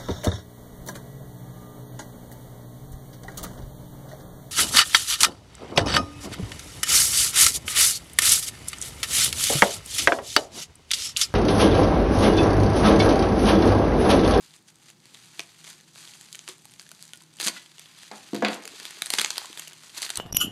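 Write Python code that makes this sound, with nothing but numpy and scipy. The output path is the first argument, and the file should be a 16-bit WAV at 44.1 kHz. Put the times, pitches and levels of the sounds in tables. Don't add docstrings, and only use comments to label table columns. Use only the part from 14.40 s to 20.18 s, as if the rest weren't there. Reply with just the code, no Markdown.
import sys
import numpy as np
from scipy import signal
from scipy.fft import rfft, irfft
from scipy.io import wavfile
from scipy.ndimage import uniform_filter1d

SR = 44100
rng = np.random.default_rng(int(sys.argv[2]) if len(sys.argv) > 2 else 0)


def voltage_ratio(level):
    return 10 ** (np.asarray(level, float) / 20)


def master_out(mix):
    frames = np.transpose(np.atleast_2d(mix))
    ceiling = np.clip(frames, -1, 1)
    pcm = np.round(ceiling * 32767).astype(np.int16)
    wavfile.write(sys.argv[1], SR, pcm)


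N = 254898


def evened(x):
    return x / np.sqrt(np.mean(x ** 2) + 1e-20)


def read(points, hz):
    f, value = np.transpose(points)
    return np.interp(np.log(hz + 1), np.log(f + 1), value)


def add(mix, s, sound):
    part = mix[round(s * SR):][:len(sound)]
    part += sound[:len(part)]


def band(x, lo_hz, hi_hz):
    sos = signal.butter(2, [lo_hz, min(hi_hz, SR / 2 - 100)], "band", fs=SR, output="sos")
    return signal.sosfilt(sos, x)


def causal(gain_db):
    both_halves = np.r_[gain_db, gain_db[-2:0:-1]]
    log = np.log(voltage_ratio(np.maximum(both_halves, -100)))
    return np.fft.ifft(np.exp(log - 1j * signal.hilbert(log).imag)).real[:1024]


def air():
    # (frequency [Hz], level [dB per Hz])
    air_spectrum = [(18, -35), (45, -3.5), (204, -1), (319, -8), (702, -19), (844, -11), (988, -18.5),
                    (3310, -25), (5310, -20.5), (8520, -28), (10800, -33), (14800, -23), (16000, -38)]
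    # (frequency [Hz], width [Hz], level [dB rms])
    hum_bands = [(115, 7.1, -71), (156.4, 17, -64.5), (330, 48, -74)]
    hz = np.fft.rfftfreq(N, 1 / SR)
    wash = evened(irfft(rfft(rng.standard_normal(N)) * voltage_ratio(read(air_spectrum, hz)), N))
    white = rfft(rng.standard_normal(N))
    hum = 0
    for f, width, db in hum_bands:
        resonance = 1 / (1 + (2 * (hz - f) / width) ** 2)
        hum = hum + voltage_ratio(db) * evened(irfft(white * resonance, N))
    return voltage_ratio(-60.5) * wash + hum


def ducking(x):
    threshold_db, share, recovery_db_per_s = -35, 0.25, 13.5
    power_db = 10 * np.log10(abs(uniform_filter1d(x ** 2, 900)) + 1e-12)
    fall = np.arange(N) * recovery_db_per_s / SR
    held_db = np.maximum.accumulate(power_db + fall) - fall
    over_db = np.maximum(held_db - threshold_db, 0)
    return voltage_ratio(-share * uniform_filter1d(over_db, 900))


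def handling():
    # (time of the top [s], top level [dB], 10 dB rise [ms], 10 dB fall [ms], brightness [dB])
    knife_moves = [(.06, -50.5, 200, 108, -8), (.15, -55.5, 13, 37, -2), (.285, -49, 12, 19, -5.5),
                   (.486, -50, 101, 39, -7), (.665, -53.5, 34, 20, -9), (.76, -50.5, 135, 700, -8),
                   (1.004, -48, 78, 53, -6.5), (1.291, -44, 78, 63, -6.5), (1.405, -60.5, 20, 29, -7),
                   (1.598, -45, 68, 280, -6), (1.966, -50.5, 203, 158, -6.5), (2.095, -38.5, 21, 28, -9),
                   (2.411, -52.5, 200, 50, -5.5), (2.639, -52.5, 280, 78, -5.5), (2.746, -52, 70, 122, -7),
                   (3.003, -32, 2.5, 45, -7.5), (3.047, -32, 19, 14, 1), (3.084, -24, 31.5, 11.5, -5),
                   (3.178, -38.5, 88, 31, -11.5), (3.25, -51.5, 92, 189.5, -8.5),
                   (3.401, -50, 14, 704, -10.5), (3.623, -46.5, 47, 46, -11), (3.764, -46.5, 38, 44, -6)]
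    finger_moves = [(3.918, -49.5, 730, 60, -9.5), (3.961, -38, 19, 55, -13), (4.04, -42, 30, 99, -22),
                    (4.137, -37.5, 63, 30, -7.5), (4.459, -40, 270, 296, -10), (4.66, -41, 50, 60, -5),
                    (4.741, -30, 25, 25.7, -5.5), (4.798, -31, 30, 120, -9), (4.973, -37, 60, 90, -10),
                    (5.205, -43, 280, 185, -8.5), (5.45, -48, 63, 109, -7.5), (5.571, -35, 27, 38, -9),
                    (5.63, -31.5, 17, 41.7, -8), (5.7, -41.5, 67, 200, -7.5), (5.775, -39, 24, 50, -15)]
    t = np.arange(0, N + 32, 32) / SR
    s, db, rise_ms, fall_ms, bright_db = np.transpose(knife_moves + finger_moves)[:, :, None]
    dull_db = np.repeat([-11.5, -11], [len(knife_moves), len(finger_moves)])[:, None]
    away = 1000 * (t - s) / np.where(t < s, -rise_ms, fall_ms)
    power = voltage_ratio(db - 10 * away) ** 2
    total = power.sum(0)
    level = 10 * np.log10(total)
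    dull = (power * dull_db).sum(0) / total
    bright = (power * bright_db).sum(0) / total
    return [np.interp(np.arange(N) / SR, t, control) for control in (level, dull, bright)]


def crease_grains(thick):
    creases_per_s, spread_db, decay_s, half_octaves = 950, 3.0, 0.00035, 1.0
    size = voltage_ratio(spread_db * np.minimum(rng.exponential(1, N), 3.2))
    size *= (rng.random(N) < creases_per_s * thick / SR) / np.sqrt(thick)
    kind, t, grains = rng.integers(0, 24, N), np.arange(128) / SR, np.zeros(N)
    for k, hz in enumerate(np.geomspace(900, 12000, num=24)):
        burst = rng.standard_normal(128) * np.exp(-t / decay_s)
        grain = evened(band(burst, hz / 2 ** half_octaves, hz * 2 ** half_octaves))
        grain = grain * np.sqrt(hz)
        grains += signal.oaconvolve(size * (kind == k), grain)[:N]
    return grains


def crackle():
    # (frequency [Hz], level [dB per Hz])
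    film_spectrum = [(210, -20), (350, 1.5), (506, -17.5), (548, -8.5), (928, -4.5), (2270, -3),
                     (3230, 0.5), (5390, -0.5), (6430, -3.5), (13200, -8.5), (16000, -34)]
    level_db, dull_db, bright_db = handling()
    thick = 1 + voltage_ratio(1.2 * (level_db + 41))
    rub = evened(crease_grains(thick)) + 1.12 * rng.standard_normal(N)
    rub = signal.oaconvolve(rub, causal(read(film_spectrum, np.fft.rfftfreq(4096, 1 / SR))))[:N]
    rub /= np.std(band(rub, 1000, 9000))
    clump_db, clump_s = 1.5, 0.012
    clumps = uniform_filter1d(rng.standard_normal(N), int(clump_s * SR))
    rub *= voltage_ratio(clump_db * evened(uniform_filter1d(clumps, 100)))
    low = (voltage_ratio(dull_db + 12.0) - 1) * band(rub, 300, 2500)
    high = (voltage_ratio(bright_db + 9.0) - 1) * band(rub, 4340, 15000)
    return voltage_ratio(level_db - 3.0) * (rub + low + high)


def snap(hz, low_db, high_db, ms, sharp, chance):
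    age = np.arange(len(chance)) / SR * 1000 / ms
    slips = chance * abs(chance) ** 1.68
    slips = slips * np.minimum(age * 11.0 + 0.71, 1) * np.exp(-1.4 * age)
    slips[6] += sharp * abs(slips).max()
    ring = evened(band(slips, hz / 1.113, hz * 1.12))
    rustle = evened(band(band(slips, 1620, 6080), 460, 11400))
    body = evened(0.45 * ring + rustle)
    push = voltage_ratio(low_db) * evened(band(slips, 308, 920))
    edge = voltage_ratio(high_db) * evened(band(band(slips, 3760, 12770), 1350, 13200))
    return (body + push + edge) / abs(body + edge).max()


def snaps():
    # (time [s], peak [dB], ring [Hz], bright edge [dB])
    gripping = [(0.139, -35.5, 6750, -15), (0.501, -33, 2740, -2), (0.656, -33.5, 4630, -1),
                (0.7537, -34.5, 3340, -17), (0.9942, -14.5, 2470, -8), (1.0038, -20, 4750, -27),
                (1.2433, -31, 6300, -3.5), (1.2765, -28.5, 3280, -14), (1.3005, -28, 4220, 7),
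                (1.41, -36, 5900, -2), (1.674, -39, 3320, -17)]
    picking = [(1.8111, -26.5, 6700, 0.5), (1.9278, -20.5, 7150, 22), (1.9477, -25.5, 2920, -23),
               (1.9918, -23, 5100, -32), (2.0879, -18.5, 2840, 11), (2.2543, -27.5, 7900, 4),
               (2.32, -38, 8950, -3), (2.3376, -32.5, 3300, 2), (2.3964, -23, 4460, -8),
               (2.411, -34.5, 1600, -6), (2.4176, -29, 8400, 5), (2.465, -36, 1900, -12),
               (2.491, -29.5, 3200, 2), (2.5156, -26, 1600, 1.5), (2.6257, -22, 4700, 10),
               (2.653, -32, 7060, 11), (2.7344, -22, 3220, -2.5), (2.7735, -33, 8740, 24),
               (2.8217, -33, 8250, 7), (2.953, -46, 7300, 15)]
    cutting = [(2.9998, -21, 1660, -3), (3.0112, -17, 4700, 12), (3.0161, -16, 4270, 3),
               (3.0281, -18.5, 3270, -19), (3.0645, -19, 4030, 4), (3.0745, -18, 3340, -11),
               (3.0803, -16, 4100, -13), (3.082, -10, 4200, -27), (3.0871, -14, 7400, -17),
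               (3.3823, -33.5, 3120, -15), (3.3947, -24.5, 3500, 3)]
    rattling = [(3.715, -29, 4200, -20), (3.9327, -37, 1600, -20), (3.9471, -24.5, 4420, 2),
                (3.952, -26.5, 3920, -15), (4.023, -33, 1890, -18), (4.0468, -27, 1830, -3),
                (4.054, -42, 1810, -21), (4.0836, -19.5, 1400, -18), (3.964, -33, 2500, -20),
                (4.131, -25, 3280, -18), (4.1427, -26, 2100, 7), (4.2232, -34, 2630, -0.5)]
    turning = [(4.254, -22.5, 6440, -2), (4.2767, -22.5, 5040, -1), (4.3993, -26, 4600, -0.73),
               (4.5077, -25.5, 2080, 0.48)]
    peeling = [(4.6205, -9, 3400, -4), (4.6598, -14.5, 4170, 5), (4.6678, -27, 1800, 0),
               (4.7032, -8, 4100, 1), (4.7227, -22, 3270, 4), (4.7369, -7.5, 4830, -4),
               (4.7521, -21, 4400, -4), (4.7765, -19, 3450, 5), (4.7852, -7.5, 3160, -5),
               (4.7875, -6, 4630, -5), (4.7963, -7.5, 3580, -4), (4.8102, -14, 4230, -11),
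               (4.8145, -9, 4360, -19), (4.8463, -8.5, 6160, -15), (4.8601, -13.5, 5560, -17),
               (4.905, -9.5, 4470, -7.5), (4.958, -23.5, 3570, -13), (4.9808, -8, 4700, -2.5),
               (5.0574, -23, 7440, 2.5)]
    unfolding = [(5.129, -29, 3540, -6), (5.174, -25, 3600, -4), (5.1951, -19, 3340, 5),
                 (5.2752, -28, 2950, -2), (5.2785, -26, 2840, 5), (5.3324, -30, 3080, 0),
                 (5.4954, -31.5, 3340, -7), (5.5778, -16.5, 4200, 1), (5.5829, -23.5, 3670, -3),
                 (5.6195, -13, 4500, 1), (5.627, -14, 4440, 2.5), (5.6434, -24, 4390, -15),
                 (5.651, -20.5, 4420, 3.5), (5.6556, -19.5, 4050, 1), (5.693, -18.5, 4200, -2),
                 (5.7022, -14.5, 3870, 1), (5.7566, -17, 4200, 9), (5.768, -28, 3270, 5),
                 (5.7727, -10, 4200, 11)]
    flipping = [(1.558, -30.5, 1520, -5), (4.97, -23, 3250, -5.5), (5.0167, -28, 1650, -16),
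                (5.184, -34, 1700, -15), (5.222, -40, 2050, -13), (5.31, -34, 2160, -4),
                (5.321, -38, 1730, -7), (5.435, -33, 2060, -6)]
    popping = [(2.0783, -19.5, 2960, -8), (3.0739, -4, 4070, 0), (4.4534, -16.5, 3270, -4),
               (4.738, -5.5, 3660, -2.5), (4.8472, -12.5, 6070, -8), (4.8146, -3, 7100, -0.5)]
    # (time [s], peak [dB], ring [Hz])
    knife_ticks = [(0.0096, -36, 8530), (0.1084, -39, 3700), (0.1637, -36, 7280), (0.2259, -45, 8700),
                   (0.3036, -38, 6400), (0.3573, -37, 8700), (0.5027, -31, 6550), (0.6861, -48, 3400),
                   (0.7438, -32, 7110), (0.7465, -29, 3500), (0.8578, -34.5, 6120), (1.0104, -42, 2450),
                   (1.092, -41, 4010), (1.1304, -50, 3490), (1.1454, -49.5, 8400), (1.1649, -49, 4390),
                   (1.2139, -43, 2580), (1.2482, -30, 3400), (1.3029, -31, 6200), (1.305, -32.5, 3320),
                   (1.3295, -35, 4220), (1.4022, -37, 1860), (1.58, -34, 4180), (1.6529, -30, 4480),
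                   (1.6759, -30, 3360), (1.717, -36, 3140), (1.7368, -32, 2900), (1.8289, -39, 6330),
                   (1.8867, -37, 4440), (1.9543, -21.5, 6540), (1.9608, -43, 4870), (2.0934, -28, 1190),
                   (2.0975, -29, 3400), (2.1822, -34, 8900), (2.1905, -45, 6760), (2.2208, -43, 6720),
                   (2.2463, -36.5, 6290), (2.2969, -39, 3010), (2.3112, -35, 7540), (2.5083, -36, 4740),
                   (2.5929, -37.5, 4520), (2.6365, -35, 8790), (2.6791, -32, 8600), (2.6918, -37.5, 3960),
                   (2.7582, -31, 8400), (2.8058, -39, 3140), (2.8084, -35, 4610), (2.8356, -37, 9050),
                   (2.8375, -42, 3960), (2.939, -39, 8140)]
    finger_ticks = [(2.9601, -38, 6890), (2.9694, -33, 7970), (2.9871, -31, 3040), (3.0003, -17.5, 3560),
                    (3.0028, -28, 3530), (3.0065, -24, 4350), (3.0108, -13, 4520), (3.0446, -19, 3880),
                    (3.0634, -13.5, 3920), (3.0679, -10, 6550), (3.0773, -24, 8570), (3.0961, -22, 4610),
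                    (3.2609, -33, 3230), (3.3173, -36, 3360), (3.4581, -35.5, 3206), (3.6324, -30.5, 4870),
                    (3.8869, -42, 4480), (3.8887, -36, 3490), (3.9339, -29, 1810), (3.9464, -21, 4330),
                    (3.953, -26, 3700), (3.9629, -25, 4130), (3.9656, -27, 4480), (4.0244, -24, 2020),
                    (4.0488, -13.5, 1480), (4.0569, -31, 1720), (4.0846, -20.5, 4640), (4.2374, -30, 4740),
                    (4.3439, -40, 3140), (4.3675, -37, 4260), (4.3999, -24, 4480), (4.4306, -25, 4970),
                    (4.5694, -34, 3000), (4.5713, -33, 3190), (4.5895, -39, 6630), (4.6676, -22, 3980),
                    (4.79, -13, 2830), (4.7917, -18, 3320), (4.7988, -15, 3530), (4.8125, -20, 4050),
                    (5.1993, -35, 6850), (5.2215, -28, 4570), (5.2739, -30.5, 2950), (5.501, -32.5, 4650),
                    (5.5614, -33, 9090), (5.5746, -22.5, 3430), (5.6087, -31, 4570), (5.629, -17, 3500),
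                    (5.6307, -21, 4180), (5.6341, -23, 4320), (5.6477, -21, 4050), (5.6625, -31, 4570),
                    (5.6644, -18, 3900), (5.7094, -24, 4480), (5.7369, -31, 2200)]
    # (creases, low push [dB], length [ms], strength of the first break)
    actions = [(gripping, -12.5, 2.1, 2.44), (picking, -18, 1.8, 1.8), (cutting, -14.5, 1.6, 1.55),
               (rattling, -27, 2.8, 0.61), (turning, -15, 2.3, 1), (peeling, -19.5, 1.8, 1.27),
               (unfolding, -15.5, 2.34, 0.87), (flipping, -9.5, 2.6, 1.6), (popping, -18, 0.65, 4.6),
               (knife_ticks, -22, 1, 2.7), (finger_ticks, -16, 0.63, 1.5)]
    out = np.zeros(N)
    for creases, low_db, ms, sharp in actions:
        for s, db, hz, *edge in creases:
            edge_db = edge[0] if edge else -5.5 + 10.5 * np.log2(hz / 4000)
            chance = rng.standard_normal(600)
            add(out, s, voltage_ratio(db + 1.0) * snap(hz, low_db, edge_db, ms, sharp, chance))
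    return out


def jolts():
    jolt_events = [(0.994, -37, 1940, 0.032), (2.088, -37, 373, 0.083), (2.086, -30, 1154, 0.014),
                   (2.734, -47.5, 1443, 0.085), (3.062, -25.5, 203, 0.058), (3.082, -30.5, 326, 0.032),
                   (3.166, -39, 1994, 0.092), (3.165, -34.5, 1456, 0.028), (4.248, -46, 446, 0.19),
                   (4.336, -41, 440, 0.046), (5.1, -32.5, 320, 0.026), (4.737, -18, 277, 0.013),
                   (4.788, -34, 200, 0.079), (5.045, -29.5, 1050, 0.019), (5.05, -32.5, 770, 0.014),
                   (4.788, -36, 900, 0.081), (4.705, -33, 770, 0.028), (4.845, -24.5, 845, 0.022),
                   (3.001, -36, 355, 0.027), (3.029, -37, 330, 0.032), (3.0965, -31, 290, .035),
                   (4.3135, -43, 280, .07), (4.398, -44, 270, .05), (4.418, -44, 430, .04),
                   (2.254, -41, 856, 0.019), (3.068, -34, 1480, .12), (2.515, -42, 640, 0.017),
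                   (4.0232, -11, 260, .045), (4.466, -48, 910, .025), (4.572, -39.5, 425, 0.023),
                   (4.738, -24, 860, .02), (4.98, -28.5, 1030, 0.018), (5.016, -31, 830, 0.022),
                   (5.173, -36.5, 930, 0.022), (5.194, -36, 1100, 0.022), (5.773, -32, 970, 0.029),
                   (2.815, -45.5, 1000, .02), (4.622, -31.5, 760, 0.014)]
    out, t = np.zeros(N), np.arange(SR // 5) / SR
    for s, db, hz, t60 in jolt_events:
        pair = np.sin(2 * np.pi * hz * t) + 0.43 * np.sin(2 * np.pi * hz * 1.3 * t)
        onset = np.minimum(t * hz, 1)
        add(out, s, voltage_ratio(db - 60 * t / t60) * pair * onset / 0.91)
    return out


def knocks():
    # (time [s], peak [dB], contact hardness [Hz], share of dense wood ring [dB], t60 [s])
    knife_hits = [
        (3.7136, -28, 1100, -9, 0.32),
        (3.733, -37, 1600, -3, 0.2),
        (3.932, -15.5, 300, -9, 0.097),
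        (3.946, -19, 400, -8, 0.14),
        (4.0225, -9, 1010, -3.5, 0.19),
        (4.0477, -10, 2680, 4, 0.13),
        (4.085, -18.5, 1940, 2, 0.42),
    ]
    # (frequency [Hz], level [dB], t60 [s])
    tip = [(851, -0.5, 0.064), (773, -3, 0.094), (600, -20, .08), (268, -6, 0.063), (204, -6.5, 0.11),
           (306, -13, 0.071), (1610, -12, 0.15), (1680, -11, 0.088), (1765, -7, .08), (2430, -3, 0.053),
           (2070, -16, 0.045)]
    near = [(205, -12, 0.15), (290, 12, 0.02), (370, -4.5, 0.05), (486, -4, .2), (600, -33, 0.17),
            (755, -28, 0.23)]
    far = [(212.6, -0.5, 0.16), (293, 1, 0.12), (352, -4, 0.17), (468, -1, 0.084), (526, -3, 0.085),
           (564, -11, 0.11), (692, 0, 0.059), (798, -10, 0.14), (1000, -10, 0.071), (1400, -8, 0.094),
           (1534, -12, 0.067), (1700, -6.5, 0.1), (1974, -2.5, 0.044)]
    blade = [(511, -5, 0.092), (730, -0.5, 0.093), (1523, -2, .07), (1720, -3, 0.064), (2000, -5, 0.069),
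             (2470, -1.5, 0.037), (2740, -6, 0.034), (3760, -12, 0.019)]
    longest_t60 = 0.15
    out, t = np.zeros(N), np.arange(SR // 2) / SR
    for (s, db, hard_hz, dense_db, t60), spot in zip(knife_hits, [tip, tip, near, near, far, blade, far]):
        modes = np.zeros(len(t))
        for hz, mode_db, life in spot:
            sign = 1 if hz < 320 else rng.choice([-1, 1])
            modes += sign * voltage_ratio(mode_db - 60 * t / min(life, longest_t60)) * np.sin(2 * np.pi * hz * t)
        dense = band(rng.standard_normal(len(t)), 153, 2 * hard_hz) * voltage_ratio(-60 * t / t60)
        dense *= 1 + 0.97 * np.exp(-t / 0.0034)
        x = modes / abs(modes).max() + voltage_ratio(dense_db) * dense / abs(dense).max()
        push = np.exp(-2 * np.pi * hard_hz * t[:200])
        x = signal.oaconvolve(x, push)[:len(t)]
        x = band(band(x, 185, 5400), 175, 12000)
        add(out, s, voltage_ratio(db) * x / abs(x).max())
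    return out


def room(x):
    # (frequency [Hz], t60 [s])
    room_decay = [(200, 0.41), (800, 0.37), (3000, 0.18), (9000, 0.17)]
    taps = np.zeros(SR // 2)
    at = np.arange(200, len(taps) - 20, 20)
    taps[at + rng.integers(0, 20, len(at))] = rng.choice([-1., 1.], len(at))
    hz, t, z = signal.stft(taps, SR, nperseg=256)
    decay = voltage_ratio(-60 * t / read(room_decay, hz)[:, None])
    tail = signal.istft(z * decay, SR, nperseg=256)[1]
    return signal.fftconvolve(x, tail / np.linalg.norm(tail))[:N]


def scene():
    film = snaps() + jolts() + crackle()
    knife = knocks()
    wet = room(voltage_ratio(-13) * film + voltage_ratio(-5.5) * knife)
    return (film + knife + wet + ducking(film + knife) * air())[None]


def top_cut(x):
    return signal.sosfilt(signal.butter(12, 16620, fs=SR, output="sos"), x)


def record(dry):
    # (frequency [Hz], width [Hz], level [dB])
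    port = [(5420, 540, -7), (4200, 2000, 0.5)]
    # (frequency [Hz], level [dB])
    slopes = [(30, -16), (80, -13.5), (130, -3), (9000, 0.5), (12000, -5.5), (14500, -8.5), (16500, -15)]
    hz = np.fft.rfftfreq(4096, 1 / SR)
    response_db = read(slopes, hz)
    for f, width, db in port:
        response_db = response_db + db / (1 + (2 * (hz - f) / width) ** 2)
    heard = signal.oaconvolve(dry, causal(response_db)[None])[:, :N]
    heard = heard + 0.14 * band(heard ** 2, 14, 96)
    treble_edge = signal.firwin(255, 16550, window=("kaiser", 9), fs=SR)
    heard = signal.oaconvolve(heard, treble_edge[None], "same")
    return top_cut(heard)


dry = scene()
out = record(dry)
master_out(out)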